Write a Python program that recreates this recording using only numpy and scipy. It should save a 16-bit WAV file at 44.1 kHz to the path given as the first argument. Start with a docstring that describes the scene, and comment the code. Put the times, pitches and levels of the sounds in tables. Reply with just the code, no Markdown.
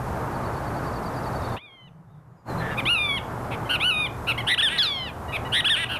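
"""Kingbirds in a bare tree

Kingbirds give nasal falling whines, soft pips, trilled chips and two bursts of chatter (a rising trill,
two sweeps, a buzz), the first ending in a scream. Each note is one syrinx tone filtered by throat and
beak, with faint echoes. Small birds twitter and whistle far off, over distant traffic and a low hum.
The whole sound dips for about a second, and gain control lowers the background after each loud call."""
import sys
import numpy as np
from scipy import signal
from scipy.fft import rfft, irfft, next_fast_len
from scipy.io import wavfile
from scipy.ndimage import uniform_filter1d

SR = 44100
rng = np.random.default_rng(int(sys.argv[2]) if len(sys.argv) > 2 else 0)


def put_to_file(sound):
    """Save the sound as 16-bit audio at rate SR, in the file named by the first command-line argument."""
    columns = np.atleast_2d(sound).T  # one column per channel
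    safe = np.clip(columns, -1, 1)
    whole_steps = np.round(safe * 32767)
    wavfile.write(sys.argv[1], SR, whole_steps.astype(np.int16))


N = 264159
TIME = np.arange(N) / SR
CHATTER_TRILL_HZ = 141.2

# Throat and beak response for pips and chips: f/Hz, gain/dB
CHIP_THROAT = [(900, -12), (1400, -6), (1900, 0.5), (2400, 4), (3000, 1.5), (3600, -6.5), (4200, -16),
               (4750, -26), (5500, -28.5), (6300, -41), (8000, -37), (9400, -20), (11000, -33),
               (12800, -25.5)]
# Spectrum of the low rumble: f/Hz, level/dB
RUMBLE_SPECTRUM = [(25, -20), (55, 5), (75, 9), (100, 3.5), (130, 10), (170, -2.5), (220, -10.5),
                   (400, -34.5)]


def undb(db):
    """Amplitude ratio of a level in decibels."""
    return 10 ** (np.asarray(db) / 20)


def shape(x, outline):
    """Zero-phase filtering by an outline (f/Hz, gain/dB), interpolated in log frequency."""
    size = next_fast_len(len(x) + 256)
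    bins_hz = np.maximum(np.fft.rfftfreq(size, 1 / SR), 1)
    hz, db = np.transpose(outline)
    gain = undb(np.interp(np.log(bins_hz), np.log(hz), db))
    return irfft(rfft(x, size) * gain, size)[:len(x)]


def noise(spectrum):
    """Filtered Gaussian noise of unit rms."""
    x = shape(rng.standard_normal(N), spectrum)
    return x / x.std()


def walk(rate, size):
    """Smooth random modulation of spread near 1, with `rate` new values a second."""
    hold = max(int(SR / rate), 1)
    steps = np.repeat(rng.standard_normal(size // hold + 1), hold)
    return np.sqrt(2) * uniform_filter1d(uniform_filter1d(steps, hold), hold)[:size]


def clock(length):
    """Seconds since the onset of a note."""
    return np.arange(int(length * SR)) / SR


def arch(t, rise_s, from_hz, top_hz, to_hz):
    """Pitch contour that climbs, rounds off and falls ever faster."""
    up = np.clip(t / rise_s, 0, 1)
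    down = np.clip((t - rise_s) / max(t[-1] - rise_s, 1 / SR), 0, 1)
    return from_hz + (top_hz - from_hz) * np.sin(np.pi / 2 * up) + (to_hz - top_hz) * down ** 1.4


def slacken(t, drop_s, share):
    """Falling membrane tension lowers the pitch by a share at the end of a note."""
    return 1 - share * np.clip(1 - (t[-1] - t) / drop_s, 0, 1) ** 1.49


def syrinx(start, hz, db, depth, trill_hz, throat, jitter, shimmer_db, rasp_db, attack_s=.002,
           release_s=.0017, overtones_db=0, cavity_hz=None):
    """Source and filter: a membrane's harmonics swell and fade as they cross the throat resonances."""
    t = TIME[:len(hz)]
    order = np.arange(1, 14)[:, None]
    flutter = lambda rate: walk(rate, SR)[:len(t)]
    # a second, slower vibration swings the pitch; depth and jitter are shares of the pitch
    trill_phase = 2 * np.pi * trill_hz * t + .22 * flutter(89)
    swing = np.cos(trill_phase) - .2 * np.sin(2 * trill_phase)  # lopsided, like a saw tooth
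    hz = hz * (1 + depth * swing + jitter * flutter(900) + .0018 * flutter(63))
    harmonics = np.sin(2 * np.pi * order * np.cumsum(hz) / SR) * (order * hz < SR / 2)
    harmonics *= undb(overtones_db * np.log2(np.maximum(order / 3, 1)))  # per octave above the third
    if cavity_hz is not None:  # a moving resonance lifts the harmonic that it meets
        harmonics *= 1 + undb(12.5) / (1 + ((order * hz - cavity_hz) / 540) ** 2)
    # uneven airflow leaves a rasp around each harmonic and flutters the level
    tone = shape(harmonics.sum(0) * (1 + undb(rasp_db) * flutter(2500)), throat)
    tone /= np.sqrt(uniform_filter1d(tone ** 2, size=360))
    level_db = db + 9.5 * depth * swing + shimmer_db * flutter(210)
    gate = np.sin(np.pi / 2 * np.clip(np.minimum(t / attack_s, (t[-1] - t) / release_s), 0, 1))
    return np.pad(tone * gate * undb(level_db), (int(start * SR), N))[:N]


def outdoors(x, scatter_db, t60):
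    """Convolution with a few discrete reflections and a decaying tail scattered by trees and ground."""
    # Reflections from branches and ground: delay/s, level/dB
    echoes = [(.0062, -15), (.013, -21.5), (0.035, -19.5)]
    t = TIME[:SR]
    tail = noise([(1000, 17.5), (3500, 12.5), (6000, -25), (14000, -25)])[:SR]
    tail *= undb(-60 * t / t60) * (1 - np.exp(-t / .0038))
    impulse_response = undb(scatter_db) * tail / np.sqrt(np.sum(tail ** 2))
    for delay, db in echoes:
        impulse_response[int(delay * SR)] += undb(db)
    return x + signal.fftconvolve(x, impulse_response)[:N]


def traffic():
    """Broadband noise of distant traffic fades in, then weakens slowly as it recedes."""
    # Traffic spectrum: f/Hz, level/dB
    spectrum = [(30, -8), (70, 1.5), (130, 3.5), (250, -1), (500, -2.5), (850, -0.5), (1200, -4),
                (1600, -10.5), (2200, -20.5), (3200, -31), (5000, -35), (12000, -39.5)]
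    level_db = -28.5 - .57 * TIME - 4 * np.maximum(1 - TIME / .2, 0)
    return noise(spectrum) * undb(level_db + .5 * walk(11, N))


def rumble():
    """Low-frequency noise under slow random amplitude modulation."""
    return noise(RUMBLE_SPECTRUM) * undb(-37.5 + 1.5 * walk(5.08, N))


def mains_hum(hz=118.3):
    """One sinusoid, wavering in phase and amplitude."""
    phase = 2 * np.pi * hz * TIME + .62 * walk(4.41, N)
    return np.sqrt(2) * np.sin(phase) * undb(-41 + 2 * walk(2.4, N))


def microphone_hiss():
    """Stationary broadband self-noise."""
    return noise([(1000, 5.5), (6000, -4), (13000, 0)]) * undb(-53.5)


def whistle(start, length, from_hz, to_hz, waver):
    """A pure tone on an unsteady exponential glide, under a half-sine envelope."""
    out = np.zeros(N)
    span = (TIME > start) & (TIME < start + length)
    progress = (TIME[span] - start) / length
    hz = from_hz * (to_hz / from_hz) ** progress * (1 + waver * walk(400, SR)[:len(progress)])
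    out[span] = np.sin(np.pi * progress) * np.sin(2 * np.pi * np.cumsum(hz) / SR)
    return out


def far_twitter():
    """A small bird pairs pure-tone glides: a steep down-sweep, then a louder, slightly falling note."""
    # Syllables: t/s, sweep level/dB, centre f/Hz of the second note
    syllables = [(.315, -56, 4460), (.425, -52, 4510), (.53, -52.5, 4470), (.635, -54, 4530),
                 (.735, -53, 4500), (0.832, -51, 4580), (0.926, -49, 4600), (1.029, -48.5, 4530),
                 (1.135, -49.5, 4640), (1.23, -48.5, 4570), (1.322, -49.5, 4500), (1.415, -48, 4440),
                 (1.49, -51.5, 4460)]
    out = np.zeros(N)
    for start, db, hz in syllables:
        sweep = whistle(start - .002, .026, 6100, 3400, waver=.0113)
        note = whistle(start + .022, .04, hz * 1.03, hz / 1.03, waver=.018)
        out += undb(db) * (sweep + undb(4) * note)
    return out


def far_whistles():
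    """Other small birds give faint falling tones with random frequency modulation."""
    # Whistles: t/s, length/s, first f/Hz, last f/Hz, level/dB
    notes = [(1.348, 0.25, 3800, 3590, -54.5), (1.69, .3, 6300, 6250, -54), (2.05, .17, 3650, 3630, -53),
             (2.25, 0.27, 6900, 6880, -54), (2.355, .08, 5300, 4600, -48), (2.437, 0.12, 4380, 3900, -49.5),
             (2.574, 0.044, 4050, 3970, -43)]
    return sum(undb(db) * whistle(*glide, waver=.028) for *glide, db in notes)


def whines():
    """Formants make a nasal note that climbs, steps down, sags and drops; level follows pitch."""
    # Whines: t/s, length/s, rise/s, settling/s, drop/s, top f/Hz, held f/Hz, sag/(Hz/s), level/dB,
    # onset trill depth/share of pitch, overtone slope/(dB/octave)
    notes = [ (1.563, .332, .072, .046, .028, 1222, 1121, 510, -19.5, 0.068, -6.5),
             (2.852, 0.34, .066, .041, 0.028, 1432, 1292, 850, -14, 0.028, -1),
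             (3.798, .28, .081, .029, 0.029, 1505, 1285, 506, -13.5, 0.045, 0)]
    # Nasal throat and beak response: f/Hz, gain/dB
    throat = [(900, -11), (1400, -12.5), (1900, -9.5), (2400, 1), (3000, -0.5), (3600, -2), (3900, -13),
              (4300, -25), (5000, -33.5), (6000, -37), (8000, -50), (9800, -21.5), (11500, -35.5),
              (14000, -40)]
    out = np.zeros(N)
    for start, length, rise_s, settle_s, drop_s, top_hz, held_hz, sag, db, trill, slope_db in notes:
        t = clock(length)
        climb_left = np.maximum(1 - t / rise_s, 0)
        past_top_s = np.maximum(t - rise_s, 0)
        step_hz = (top_hz - held_hz) * (1 - np.exp(-(past_top_s / settle_s) ** 3))
        hz = arch(t, rise_s, .655 * top_hz, top_hz, top_hz) - step_hz - sag * past_top_s
        quaver = 1 + .0055 * walk(70, SR)[:len(t)]
        hz *= slacken(t, drop_s, share=.22) * quaver
        level_db = db + 16.5 * np.log2(hz / top_hz) - 13 * past_top_s - 3 * climb_left
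        out += syrinx(start, hz, level_db, depth=.0013 + trill * climb_left, trill_hz=144,
                      throat=throat, jitter=.002, shimmer_db=.9, rasp_db=-58,
                      attack_s=.0068, release_s=.0087, overtones_db=slope_db)
    return out


def drone():
    """A low band of noise swells under half-sine envelopes."""
    # Swells: t/s, length/s, level/dB
    swells = [(1.77, 0.25, -19.5), (1.93, 0.53, -19.5), (2.525, 0.12, -26.5)]
    # Drone spectrum: f/Hz, level/dB
    spectrum = [(70, -18), (110, -3), (135, 2), (175, 4), (205, -20), (260, -68)]
    envelope = sum(undb(db) * np.sin(np.pi * np.clip((TIME - start) / length, 0, 1))
                   for start, length, db in swells)
    return (noise(spectrum) + undb(-16) * noise(RUMBLE_SPECTRUM)) * envelope


def far_buzz():
    """Strong noise modulation makes a hoarse note; distance attenuates its treble."""
    # Hoarse call: t/s, length/s, top f/Hz, level/dB, trill rate/Hz
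    notes = [(2.592, 0.16, 1763, -34.5, 121.7)]
    # Throat and beak response, dulled by distance: f/Hz, gain/dB
    throat = [(1300, 1), (1800, 0), (2300, -4.5), (3500, -17), (5000, -35), (9000, -52)]
    start, length, top_hz, db, trill_hz = notes[0]
    hz = arch(clock(length), .0313, .94 * top_hz, top_hz, .97 * top_hz)
    return syrinx(start, hz, db, depth=.076, trill_hz=trill_hz, throat=throat,
                  jitter=.0184, shimmer_db=-1, rasp_db=-1.5, attack_s=.017)


def pips():
    """Soft, untrilled pitch arches that decay exponentially."""
    # Pips: t/s, length/s, top f/Hz, level/dB, pitch at both ends/share of top
    notes = [(2.708, .03, 936, -40, .97), (3.65, 0.04, 1047, -43.5, 0.9), (4.375, 0.047, 1118, -24, 0.8),
             (5.278, 0.067, 972, -40.5, 0.95), (5.446, 0.042, 985, -38, 0.92)]
    out = np.zeros(N)
    for start, length, top_hz, db, ends in notes:
        t = clock(length)
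        hz = arch(t, .354 * length, ends * top_hz, top_hz, ends * top_hz)
        out += syrinx(start, hz, db - 102 * t, depth=0, trill_hz=0, throat=CHIP_THROAT,
                      jitter=.0056, shimmer_db=-2, rasp_db=-24, attack_s=.0096, release_s=.017)
    return out


def chips():
    """Short frequency-modulated arches that flick down as the membrane slackens."""
    # Chips: t/s, length/s, top f/Hz, level/dB, trill depth/share of pitch, trill rate/Hz
    notes = [ (2.768, 0.04, 1240, -25, 0.036, 121), (3.504, 0.05, 1212, -33.5, 0.12, 111.7),
             (3.689, 0.079, 1480, -19, 0.059, 122.8), (4.267, .06, 1390, -18.5, 0.062, 118),
             (5.32, .053, 1270, -24.5, .06, 124.3), (5.881, 0.099, 1513, -22.5, 0.095, 140)]
    out = np.zeros(N)
    for start, length, top_hz, db, depth, trill_hz in notes:
        t = clock(length)
        hz = arch(t, .35 * length, .89 * top_hz, top_hz, .93 * top_hz)
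        hz *= slacken(t, drop_s=.25 * length, share=.18)
        level_db = db - 53 * np.maximum(t - length / 2, 0)
        out += syrinx(start, hz, level_db, depth, trill_hz, CHIP_THROAT,
                      jitter=.009, shimmer_db=1.3, rasp_db=-20, attack_s=.032, release_s=.005)
    return out


def rising_trills(throat):
    """A climb opens each burst of chatter, its frequency modulation deepest midway through the rise."""
    # Trills: t/s, length/s, rise/s, top f/Hz, level/dB
    notes = [(4.466, .084, .066, 1966, -14.5), (5.518, 0.093, .084, 1922, -16)]
    out = np.zeros(N)
    for start, length, rise_s, top_hz, db in notes:
        t = clock(length)
        hz = arch(t, rise_s, 1370, top_hz, top_hz) * slacken(t, drop_s=.011, share=.32)
        depth = .015 + .088 * np.sin(np.pi * np.minimum(t / rise_s, 1))
        out += syrinx(start, hz, db, depth, CHATTER_TRILL_HZ, throat, jitter=.003, shimmer_db=.86,
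                      rasp_db=-20.5, attack_s=.037, release_s=.0021, overtones_db=2)
    return out


def sweeps(throat):
    """Steep, barely modulated pitch arches whose level peaks with their frequency."""
    # Sweeps: t/s, length/s, rise/s, top f/Hz, last f/Hz, level/dB
    notes = [ (4.576, 0.04, 0.025, 1720, 1214, -12.5), (4.618, 0.072, 0.014, 1842, 1452, -12.5),
             (5.644, .046, 0.028, 1715, 1164, -14), (5.689, .068, .018, 1856, 1420, -12.5),
             (5.854, 0.019, 0.0052, 1480, 1110, -30)]
    out = np.zeros(N)
    for start, length, rise_s, top_hz, to_hz, db in notes:
        hz = arch(clock(length), rise_s, 1200, top_hz, to_hz)
        level_db = db - 30 * np.log2(hz / top_hz) ** 2
        out += syrinx(start, hz, level_db, depth=.0031, trill_hz=CHATTER_TRILL_HZ, throat=throat,
                      jitter=.0059, shimmer_db=.55, rasp_db=-27, attack_s=.0017, release_s=.00065)
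    return out


def buzzes():
    """Fast, deep frequency modulation splits each harmonic into sidebands."""
    # Buzzes: t/s, length/s, top f/Hz, level/dB, modulation rate/Hz
    notes = [(4.686, .098, 1670, -22.5, 295), (4.81, .085, 1604, -30.5, 303),
             (5.756, .094, 1687, -20, 314.5)]
    # Throat and beak response: f/Hz, gain/dB
    throat = [(1100, -1), (1600, -2.5), (2000, 7.5), (2400, 12), (3000, 5), (3700, -0.5), (4200, -14),
              (5000, -26), (7400, -31), (9000, -6.5), (10300, -33), (11500, -29), (14000, -32)]
    out = np.zeros(N)
    for start, length, top_hz, db, trill_hz in notes:
        hz = arch(clock(length), .055, .82 * top_hz, top_hz, .94 * top_hz)
        out += syrinx(start, hz, db, depth=.17, trill_hz=trill_hz, throat=throat,
                      jitter=.008, shimmer_db=1.3, rasp_db=-22, release_s=.01)
    return out


def scream(start=4.779, length=.334, cavity_jump_s=4.827):
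    """The voice cracks, slides down and fades while the throat cavity's resonance tracks a harmonic."""
    # Pitch contour: t/s, f/Hz
    contour = [(4.795, 1702), (4.815, 1686), (4.837, 1424), (4.859, 1283), (4.879, 1182), (4.947, 1091),
               (5.059, 986), (5.083, 880), (5.1, 804.3)]
    # Throat response with the beak wide open: f/Hz, gain/dB
    throat = [(900, -8), (1700, -4), (2200, -3.5), (2700, -7.5), (3400, -2), (4100, -6.5), (4600, -9.5),
              (5200, -10.5), (5800, -23), (7000, -23), (8200, -37), (9800, -25), (10700, -17.5),
              (11800, -27), (13500, -27)]
    t = clock(length)
    crack = np.sqrt(np.maximum(1 - t / .0155, 0))  # the onset is too high and rough
    slide_hz = np.interp(start + t, *np.transpose(contour))
    hz = slide_hz * (1 + .24 * crack)
    level_db = -10 + 5.5 * np.log2(slide_hz / slide_hz[0]) - 53 * t
    tracked_harmonic = 2 + np.clip((start + t - cavity_jump_s) / .005 + .5, 0, 1)
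    depth = .09 * crack + .018 * np.exp(-t / .19)
    slope_db = 1 - 17 * t  # the overtones dull as the beak closes
    return syrinx(start, hz, level_db, depth, trill_hz=170, throat=throat, jitter=.0027,
                  shimmer_db=-.3, rasp_db=-21, attack_s=.016, release_s=.025,
                  overtones_db=slope_db, cavity_hz=hz * tracked_harmonic)


def chatter():
    """Two bursts of quick notes, in which trills and sweeps pass through the same formants."""
    # Bright throat and beak response: f/Hz, gain/dB
    throat = [(1100, 0), (1600, -11), (1950, -1.5), (2400, 8), (3200, 1.5), (3800, -1.5), (4300, -18),
              (4900, -31), (5500, -27.5), (6200, -36.5), (7700, -39), (9200, -17.5), (11300, -34.5),
              (12900, -38)]
    return rising_trills(throat) + sweeps(throat) + buzzes() + scream()


def gain_control(x, threshold_db=-22.5, ratio=2.75, recovery_db_per_s=11.5):
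    """Compression: the gain falls at once above the threshold and recovers slowly."""
    level_db = 10 * np.log10(np.abs(uniform_filter1d(x ** 2, size=256)) + 1e-12)
    reduction_db = np.maximum(level_db - threshold_db, 0) * (1 - 1 / ratio)
    recovery_db = recovery_db_per_s * TIME
    return x * undb(recovery_db - np.maximum.accumulate(reduction_db + recovery_db))


def scene():
    """Superposition at one microphone; the small far birds carry the larger share of scattered sound."""
    small_birds = far_twitter() + far_whistles()
    kingbirds = chatter() + whines() + chips() + pips() + far_buzz()
    birds = outdoors(kingbirds, scatter_db=-20.5, t60=.37) + outdoors(small_birds, scatter_db=0, t60=.27)
    return (birds + traffic() + rumble() + mains_hum() + drone() + microphone_hiss())[None]


def record(dry):
    """Treble roll-off, a level dip of about a second, compression and a steep low-pass, in that order."""
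    # Microphone roll-off: f/Hz, gain/dB
    microphone = [(12800, -0.5), (13500, -5.5), (14200, -12), (15000, -22)]
    # Dip in level: t/s, gain/dB
    dip = [(1.55, 0), (1.575, -8), (1.6, -27), (2.445, -27), (2.47, -11), (2.5, 0)]
    dip_gain = undb(np.interp(TIME, *np.transpose(dip)))
    heard = gain_control(shape(dry[0], microphone) * dip_gain)
    low_pass = signal.ellip(10, .2, 70, 15000, fs=SR, output="sos")
    return signal.sosfilt(low_pass, heard)[None]


dry = scene()
out = record(dry)
put_to_file(out)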